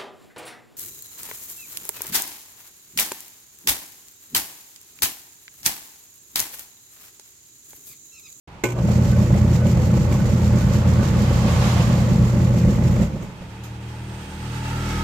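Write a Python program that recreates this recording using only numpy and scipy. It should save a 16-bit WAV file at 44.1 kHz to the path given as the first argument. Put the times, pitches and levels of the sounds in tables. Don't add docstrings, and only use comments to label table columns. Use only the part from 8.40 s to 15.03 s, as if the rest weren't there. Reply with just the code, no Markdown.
import sys
import numpy as np
from scipy import signal
from scipy.fft import rfft, irfft
from scipy.io import wavfile

SR = 44100
rng = np.random.default_rng(int(sys.argv[2]) if len(sys.argv) > 2 else 0)


def unload_wav(signal):
    wavfile.write(
        sys.argv[1],
        SR,
        np.round(np.clip(np.atleast_2d(signal).T, -1, 1) * 32767).astype(np.int16),
    )


N = 292383
T = np.arange(N) / SR

ON_S, CUT_S, COAST_S, STOP_S = .237, 4.615, 4.635, 5.008
SLIP_S, TAKE_UP_S = .388, .12
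ROTOR_HZ, PULLEY_HZ, BELT_HZ, MAINS_HZ, RIM_HZ = 28.43, 6.59, 4.48, 60.15, 1499
LABOUR_PEAK_S, CLATTER_PEAK_S, RUB_PEAK_S = 2.435, 2.472, 2.51
FLAP_PEAK_S, LURCH_HALF_S, TAPS_PER_S = 2.494, .025, 110

# frequency in Hz, relative density in dB.
SHOP_SPECTRUM = [(42, 2), (150, 2), (330, -8.5), (740, -11), (875, -4), (1000, -11), (1500, -19),
                 (2500, -19), (6000, -36.5)]
ROAD_SPECTRUM = [(400, -12), (600, -8), (741, -12.5), (861, 1), (1050, -11), (1350, -5), (4110, -16),
                 (8570, -20.5), (9520, -28.5), (14500, -27)]
CRACK_SPECTRUM = [(100, -9), (400, 0), (723, -13), (1100, -5), (1260, -21), (1770, -24), (2180, -10.5),
                  (3400, -25), (5000, -30), (7200, -19), (10400, -39), (13500, -28)]
BOOM_SPECTRUM = [(35, -19), (41, -7), (65, -5.5), (90, -3.5), (125, 0.5), (170, 0), (208, -0.5),
                 (260, -15.5), (400, -31), (900, -41)]
PANEL_SPECTRUM = [(150, -13), (280, 2), (340, 1), (410, -4), (500, 0), (575, 3), (680, -14), (850, -10),
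                  (1100, -16), (2500, -30)]
RUB_SPECTRUM = [(700, 7), (1500, 0), (2400, 1), (3800, -0.5), (6000, 1), (7400, 3.5), (8300, -6.5),
                (9700, -13.5), (12000, -7.5), (14500, -7.5)]
SLAP_SPECTRUM = [(250, -7), (550, 14), (850, -3), (1500, -18), (3000, -13), (8000, -27)]
SLIP_SPECTRUM = [(300, -14), (590, 4), (720, -9), (900, -7), (2600, -32)]
BEARING_SPECTRUM = [(500, 14), (800, -2), (1100, 3.5), (1350, -0.5), (2100, 3.5), (3000, -10.5),
                    (6000, -14.5), (14000, -27)]
ROAR_SPECTRUM = [(950, 0), (1450, -1), (2800, -16)]
TYRE_SPECTRUM = [(600, -6), (1150, -4.5), (1350, -10), (3670, -16.5), (7250, -20.5), (9470, -30),
                 (14500, -32)]
TICK_SPECTRUM = [(1500, 0), (5500, -2), (6800, 4), (8500, -9), (14000, -3)]
GAS_SPECTRUM = [(50, -12), (110, -3), (200, -1), (300, -5.5), (600, -19), (1200, -28)]
# frequency in Hz, left-right correlation.
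CORRELATION = [(100, 0.99), (170, 0.97), (260, 0.73), (550, 0.96), (1000, 0.23), (2500, 0.066), (14000, 0)]
# frequency in Hz, left minus right in dB.
BALANCE = [(100, -2.5), (600, 1), (1200, -2), (2500, -4), (4500, -4.5), (7300, -6.5), (8600, 6.5),
           (10000, -2), (13000, 3)]

# start in seconds, level in dB, T60 in seconds.
KNOCKS = [(.237, -17, .025), (.2398, -13, .05), (.253, -24, .17), (.287, -33, .08), (.303, -32, .1),
          (.321, -30, .05), (1.267, -26, .06), (1.372, -27, .034), (1.724, -25, .05), (4.824, -37, .25)]
# frequency in Hz, relative level in dB, T60 in seconds.
FRAME_MODES = [(361, -9, .16), (535, -5.5, .17), (844, -11, .15), (1503, -11, .25), (2150, -4, .12),
               (2410, -13, .19), (2676, -14, .08), (4020, -18, .055), (7000, -11, .055), (13000, -21, .12)]
# frequency in Hz, width in Hz, relative level in dB.
CABINET_MODES = [(2560, 200, -57), (3262, 90, -65)]
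LOOSE_PART_MODES = [(840, 40, -45), (1100, 70, -48), (1360, 40, -52), (2020, 130, -52), (2360, 110, -55)]
CASING_MODES = [(895, 50, -4.5), (1300, 90, -12), (1660, 55, -10), (3245, 50, -6), (3760, 100, -12)]
# time in seconds, fraction of full speed.
ROTOR_SPEED = [(0, 0), (.24, 0), (.35, .5), (.44, 1), (4.63, 1), (4.8, .6), (5.08, 0)]
# multiple of the rotor rate, level in dB.
ROTOR_ORDERS = [(1, -51), (2, -29.5), (5, -34), (6, -28), (7, -39), (12, -43), (17, -49)]
# multiple of the mains rate, level in dB.
HUM_HARMONICS = [(1, -39), (2, -20), (4, -43.5), (8, -46.5)]
# centre in seconds, change in dB.
BELT_LURCHES = [(.93, 3), (1.215, -8), (1.39, 3), (1.995, -7), (2.145, 2.5), (3.325, -8), (3.72, 3),
                (3.905, -9), (4.275, 3), (4.615, 2), (4.695, -5), (4.855, 5)]
BELT_SCRAPES = [(.49, 2), (1.157, 4), (1.228, -5), (1.32, 3), (1.548, 3.5), (1.862, 3), (2.342, 3),
                (2.443, -5)]
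THIRD_ORDER_SURGES = [(1.11, 4), (1.8, -5), (2.06, 7), (2.15, -8), (2.51, 7)]
LOAD_SWINGS = [(.48, -3), (.79, 2), (1.22, 3), (2.6, 4), (2.67, -5), (3.13, -6)]
# time in seconds, level in dB.
RUB_LEVEL = [(.36, -46), (.48, -41), (1.8, -40.6), (3.3, -41), (4.6, -42)]
# time in seconds, relative level in dB.
SLAPS = [(0.388, -12), (0.486, -15), (0.509, -14), (0.951, -14), (1.371, -14), (2.63, -13), (3.553, -11),
         (4.292, -14), (4.618, -13), (5.02, -29)]
SQUEAKS = [(.73, -47), (1.225, -44), (1.8, -48), (2.22, -49), (2.605, -42)]
# start in seconds, frequency in Hz, level in dB.
CLINKS = [(3.08, 2450, -33), (3.225, 1150, -25), (3.275, 1150, -27), (3.378, 1050, -26), (3.403, 2750, -29),
          (4.069, 2020, -35)]

# time in seconds, firings per second.
FIRING_RATE = [(5.04, 35.5), (5.19, 38.2), (5.55, 38.85), (5.9, 39.1), (6.2, 39.4), (6.43, 40.15),
               (6.63, 39.6)]
# multiple of the firing rate, relative level in dB when far, then when near.
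EXHAUST_HARMONICS = [(2, 2, 2), (4, -4, 0), (5, 2, -1.5), (7, -14, -5), (8, -6.5, -16), (9, -9.5, -13),
                     (10, -11, -17), (12, -10.5, -18)]
# time in seconds, level in dB.
EXHAUST_BOOM = [(5.066, -44), (5.26, -35), (5.77, -35), (5.916, -55), (6.048, -32), (6.4, -28), (6.63, -34)]
# peak in seconds, half length in seconds, multiple of the firing rate, level in dB.
GEAR_WHINES = [(6.3, .11, 22, -40), (6.3, .1, 23, -45), (6.6, .06, 23, -42), (6.43, .13, 34, -41),
               (6.4, .17, 32, -45), (6.61, .08, 32, -36)]
# peak in seconds, half length in seconds, frequency in Hz, level in dB.
HIGH_ENGINE_WHINES = [(6.29, .06, 2705, -43), (6.53, .09, 2186, -43), (6.53, .1, 5490, -51)]


def from_db(db):
    return np.exp(np.maximum(db, -300) * (np.log(10) / 20))


def unit_rms(x):
    return x / np.sqrt(np.mean(x ** 2) + 1e-20)


def curve(rows):
    return np.interp(T, *np.transpose(rows))


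def at_hz(rows, hz):
    row_hz, value = np.transpose(rows)
    return np.interp(np.log(hz + 1e-3), np.log(row_hz), value)


def drift(rate_hz):
    knots = rng.standard_normal(int(rate_hz * N / SR) + 2)
    return np.interp(T * rate_hz, np.arange(len(knots)), knots)


def radiate(pair, spectrum, ripple_db=4.0):
    hz = np.fft.rfftfreq(N, 1 / SR)
    skirt = np.minimum(hz / spectrum[0][0], 1) ** 3 * np.minimum(spectrum[-1][0] / (hz + 1), 1) ** 2
    mid, side = rfft(pair) * from_db(at_hz(spectrum, hz)) * skirt
    alike = np.clip(at_hz(CORRELATION, hz), -1, 1)
    sign = np.array([[1], [-1]])
    stereo = np.sqrt(1 + alike) * mid + sign * np.sqrt(1 - alike) * side
    modes_hz = np.arange(0, SR / 2, 28)
    ripple = np.array([np.interp(hz, modes_hz, row) for row in rng.standard_normal((2, len(modes_hz)))])
    ripple = ripple * ripple_db * np.minimum(hz / 1200, 1) ** 2
    return unit_rms(irfft(stereo * from_db(sign * at_hz(BALANCE, hz) / 2 + ripple), N))


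def noise(spectrum, ripple_db=2.3):
    return radiate(rng.standard_normal((2, N)), spectrum, ripple_db)


def resonate(x, hz, width_hz):
    r = np.exp(-np.pi * width_hz / SR)
    return unit_rms(signal.lfilter([1, 0, -1], [1, -2 * r * np.cos(2 * np.pi * hz / SR), r * r], x))


def noise_band(hz, width_hz):
    return resonate(rng.standard_normal((2, N)), hz, width_hz)


def tone(turns):
    return np.sqrt(2) * np.sin(2 * np.pi * (turns + rng.random()))


def throb(turns, depth_db):
    return unit_rms(from_db(depth_db * np.cos(2 * np.pi * turns)))


def turns_since(s, hz, run_s):
    return hz * (run_s - np.interp(s, T, run_s))


def decay(start_s, t60_s):
    age_s = np.maximum(T - start_s, 0)
    return np.minimum(age_s / .0005, 1) * from_db(-60 * age_s / t60_s)


def bump(peak_s, half_s):
    return np.exp(-np.minimum(((T - peak_s) / half_s) ** 2, 30))


def swings(rows, half_s):
    return from_db(sum(db * bump(s, half_s) for s, db in rows))


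def swell(rows):
    outside_s = np.maximum(rows[0][0] - T, 0) + np.maximum(T - rows[-1][0], 0)
    return from_db(curve(rows)) * np.exp(-outside_s / .09)


def take_up(speed, power):
    return speed ** power * np.clip((T - SLIP_S) / TAKE_UP_S, 0, 1)


def passing(nearest_s, peak_db, half_s, before_db_per_s=1.2, after_db_per_s=1.2):
    before_db = before_db_per_s * np.maximum(nearest_s - T, 0)
    after_db = after_db_per_s * np.maximum(T - nearest_s, 0)
    return from_db(peak_db - before_db - after_db) / np.hypot(1, (T - nearest_s) / half_s)


def shop_murmur():
    return from_db(-42.5) * noise(SHOP_SPECTRUM)


def traffic():
    level = np.hypot(from_db(-58), passing(nearest_s=6.56, peak_db=-33, half_s=.29))
    return level * from_db(1.2 * drift(40)) * noise(ROAD_SPECTRUM, ripple_db=2.2)


def drive_knocks():
    cracks = noise(CRACK_SPECTRUM) * sum(from_db(db) * decay(s, t60_s) for s, db, t60_s in KNOCKS)
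    frame = sum(from_db(db) * tone(hz * T) * decay(ON_S, t60_s) for hz, db, t60_s in FRAME_MODES)
    tick = from_db(-41.5) * noise(TICK_SPECTRUM) * decay(5.236, t60_s=.22)
    return cracks + from_db(-21) * frame * from_db([[-1.0], [1.0]]) + tick


def cabinet_ring():
    ring = sum(from_db(db) * noise_band(hz, width_hz) for hz, width_hz, db in CABINET_MODES)
    return ring * from_db(2.5 * drift(18) - .5) * (T > ON_S)


def motor(speed, run_s):
    turns = ROTOR_HZ * run_s + .018 * drift(6)
    orders = sum(from_db(db + 2.6 * drift(9)) * tone(k * turns + .03 * drift(12))
                 for k, db in ROTOR_ORDERS)
    orders *= swings(BELT_LURCHES, LURCH_HALF_S)
    orders += from_db(-25 + 1.2 * drift(9)) * tone(3 * turns) * swings(THIRD_ORDER_SURGES, half_s=.055)
    current = np.clip((T - ON_S) / .0062, 0, 1) * np.exp(-np.maximum(T - CUT_S, 0) / .023)
    hum = sum(from_db(db + .9 * drift(5.85)) * tone(k * MAINS_HZ * T) for k, db in HUM_HARMONICS)
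    hum *= throb(turns_since(LABOUR_PEAK_S, PULLEY_HZ, run_s), depth_db=1.0)
    hum *= swings(LOAD_SWINGS, half_s=.05)
    sideband = tone(2 * MAINS_HZ * T + 3 * turns)
    hum += from_db(-29 + 2.0 * drift(10)) * sideband * speed
    growl = from_db(-33) * tone(6 * MAINS_HZ * T) * (1 - speed) * (T < COAST_S)
    return orders * speed ** 4 + (hum * from_db(-9 * (1 - speed)) + growl) * current, turns


def belt_bumps(run_s, spread_db, tremble, count=900):
    spots = unit_rms(rng.standard_normal((2, count)) * from_db(spread_db * rng.standard_normal(count)))
    place = (BELT_HZ * run_s * count).astype(int)
    striking = np.diff(place, prepend=0) > 0
    return unit_rms(spots[:, place % count] * striking) + tremble * rng.standard_normal((2, N))


def cabinet_shake(speed, run_s, pull):
    tension = np.interp(T, [.38, .43], [.3, 1])
    coast = from_db(-22 * np.maximum(T - COAST_S, 0))
    flap = throb(turns_since(FLAP_PEAK_S, 2 * BELT_HZ, run_s), depth_db=1.2)
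    boom = from_db(-21.4) * radiate(belt_bumps(run_s, spread_db=2.3, tremble=.65), BOOM_SPECTRUM)
    boom *= flap * swings(BELT_LURCHES, LURCH_HALF_S) * tension * coast
    rock_back = from_db(-35) * noise(BOOM_SPECTRUM) * decay(STOP_S, t60_s=.3)
    panels = from_db(-31.1) * radiate(belt_bumps(run_s, spread_db=3.0, tremble=.9), PANEL_SPECTRUM)
    panels *= throb(ROTOR_HZ * run_s, depth_db=2.6)
    panels *= throb(turns_since(CLATTER_PEAK_S, PULLEY_HZ, run_s), depth_db=1.9)
    return speed * (boom + panels * pull) + rock_back


def belt_rub(speed, run_s, pull):
    grip = throb(turns_since(RUB_PEAK_S, PULLEY_HZ, run_s), depth_db=2.2)
    grip *= throb(3 * ROTOR_HZ * run_s, depth_db=.7)
    grain = from_db(1.7 * drift(170) + .7 * drift(25))
    level = from_db(curve(RUB_LEVEL)) * swings(BELT_SCRAPES, half_s=.014) * pull * speed ** 1.74
    return level * grip * grain * noise(RUB_SPECTRUM)


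def belt_squeak(speed):
    level = from_db(-57) * speed + sum(from_db(db) * bump(s, half_s=.035) for s, db in SQUEAKS)
    flicker = from_db(2.5 * drift(110) - 1)
    rim = tone(RIM_HZ * T + .12 * drift(50) + .04 * drift(300))
    return level * flicker * rim * from_db([[-2.5], [2.0]])


def belt_slaps():
    strikes = sum(from_db(db) * decay(s, t60_s=.077) for s, db in SLAPS)
    slaps = from_db(-13) * noise(SLAP_SPECTRUM) * strikes
    rasp = from_db(-29) * noise(SLIP_SPECTRUM) * bump(SLIP_S, half_s=.03)
    return slaps + rasp


def bearings(speed, rotor_turns):
    chafing = throb(2 * rotor_turns, depth_db=3.5)
    return from_db(-41.5) * noise(BEARING_SPECTRUM) * chafing * take_up(speed, power=5)


def chatter(speed, run_s):
    chance = TAPS_PER_S / SR * throb(ROTOR_HZ * run_s, depth_db=5.0)
    rattle = 0
    for hz, width_hz, db in LOOSE_PART_MODES:
        sizes = from_db(2.5 * np.minimum(rng.exponential(1, N), 3))
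        taps = (rng.random(N) < chance) * sizes * rng.uniform(-1, 1, (2, N))
        rattle += from_db(db) * resonate(taps, hz, width_hz)
    clinks = sum(from_db(db) * noise_band(hz, width_hz=220) * decay(s, t60_s=.06) for s, hz, db in CLINKS)
    return (rattle * take_up(speed, power=3) + clinks) * from_db([[-1.5], [1.0]])


def vehicle_roar():
    return from_db(-42) * bump(2.55, half_s=.8) * from_db(1.5 * drift(45)) * noise(ROAR_SPECTRUM)


def vehicle_tyres(screen_hz=3200):
    level = passing(nearest_s=3.27, peak_db=-28.5, half_s=.29, before_db_per_s=1.5, after_db_per_s=7.5)
    tyres = from_db(drift(60)) * noise(TYRE_SPECTRUM, ripple_db=2.5)
    dull = signal.lfilter(*signal.butter(1, screen_hz, fs=SR), tyres)
    brightness = (level / level.max()) ** .25
    return level * (dull + (tyres - dull) * brightness)


def engine(firings):
    level = passing(nearest_s=6.65, peak_db=-24.5, half_s=.26)
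    nearness = np.interp(T, [5.6, 6.3], [0, 1])
    puffs = sum(from_db(far_db + (near_db - far_db) * nearness + 1.5 * drift(7)) * tone(k * firings)
                for k, far_db, near_db in EXHAUST_HARMONICS)
    thud = from_db(-3) * (level / level.max()) ** .6 * np.cos(2 * np.pi * firings)
    boom = swell(EXHAUST_BOOM) * np.sqrt(2) * np.cos(6 * np.pi * firings)
    gas = from_db(-12) * noise(GAS_SPECTRUM)
    raps = unit_rms(np.diff(np.floor(firings), prepend=0))
    raps_and_gas = raps + .45 * rng.standard_normal((2, N))
    casing = sum(from_db(db) * resonate(raps_and_gas, hz, width_hz) for hz, width_hz, db in CASING_MODES)
    return level * (from_db(-6.5) * puffs + thud + gas + from_db(-18.5) * casing) + boom


def thin_hiss():
    return from_db(-56) * bump(5.88, half_s=.36) * noise_band(hz=8520, width_hz=200)


def gear_whine(firings, waver_cycles=.0014):
    whine = np.zeros((2, N))
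    for s, half_s, multiple, db in GEAR_WHINES:
        waver = waver_cycles * multiple
        cycles = multiple * firings + waver * drift(120)
        paths = np.array([cycles, cycles + .2 + waver * drift(40)])
        whine += from_db(db) * bump(s, half_s) * np.sqrt(2) * np.sin(2 * np.pi * paths)
    return whine


def high_engine_whine():
    whine = np.zeros((2, N))
    for s, half_s, hz, db in HIGH_ENGINE_WHINES:
        pair = np.array([tone(hz * T + .1 * drift(50)) for _ in range(2)])
        whine += from_db(db) * bump(s, half_s) * pair
    return whine


def scene():
    speed = curve(ROTOR_SPEED)
    run_s = np.cumsum(speed) / SR
    pull = np.interp(T, [COAST_S, 4.68], [1, .6])
    motor_sound, rotor_turns = motor(speed, run_s)
    machine = motor_sound + bearings(speed, rotor_turns) + cabinet_shake(speed, run_s, pull)
    machine += belt_rub(speed, run_s, pull) + belt_squeak(speed) + belt_slaps()
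    machine += chatter(speed, run_s) + drive_knocks()
    street = traffic() + vehicle_tyres() + thin_hiss() + vehicle_roar()
    firings = np.cumsum(curve(FIRING_RATE)) / SR + .001 * drift(30)
    street += engine(firings) + gear_whine(firings) + high_engine_whine()
    return machine + street + cabinet_ring() + shop_murmur()


def record(dry):
    open_s, cutoff_hz = .074, 14350
    opened = dry * np.clip((T - open_s) / .002, 0, 1)
    return signal.sosfilt(signal.ellip(12, .1, 80, cutoff_hz, fs=SR, output="sos"), opened)


dry = scene()
out = record(dry)
unload_wav(out)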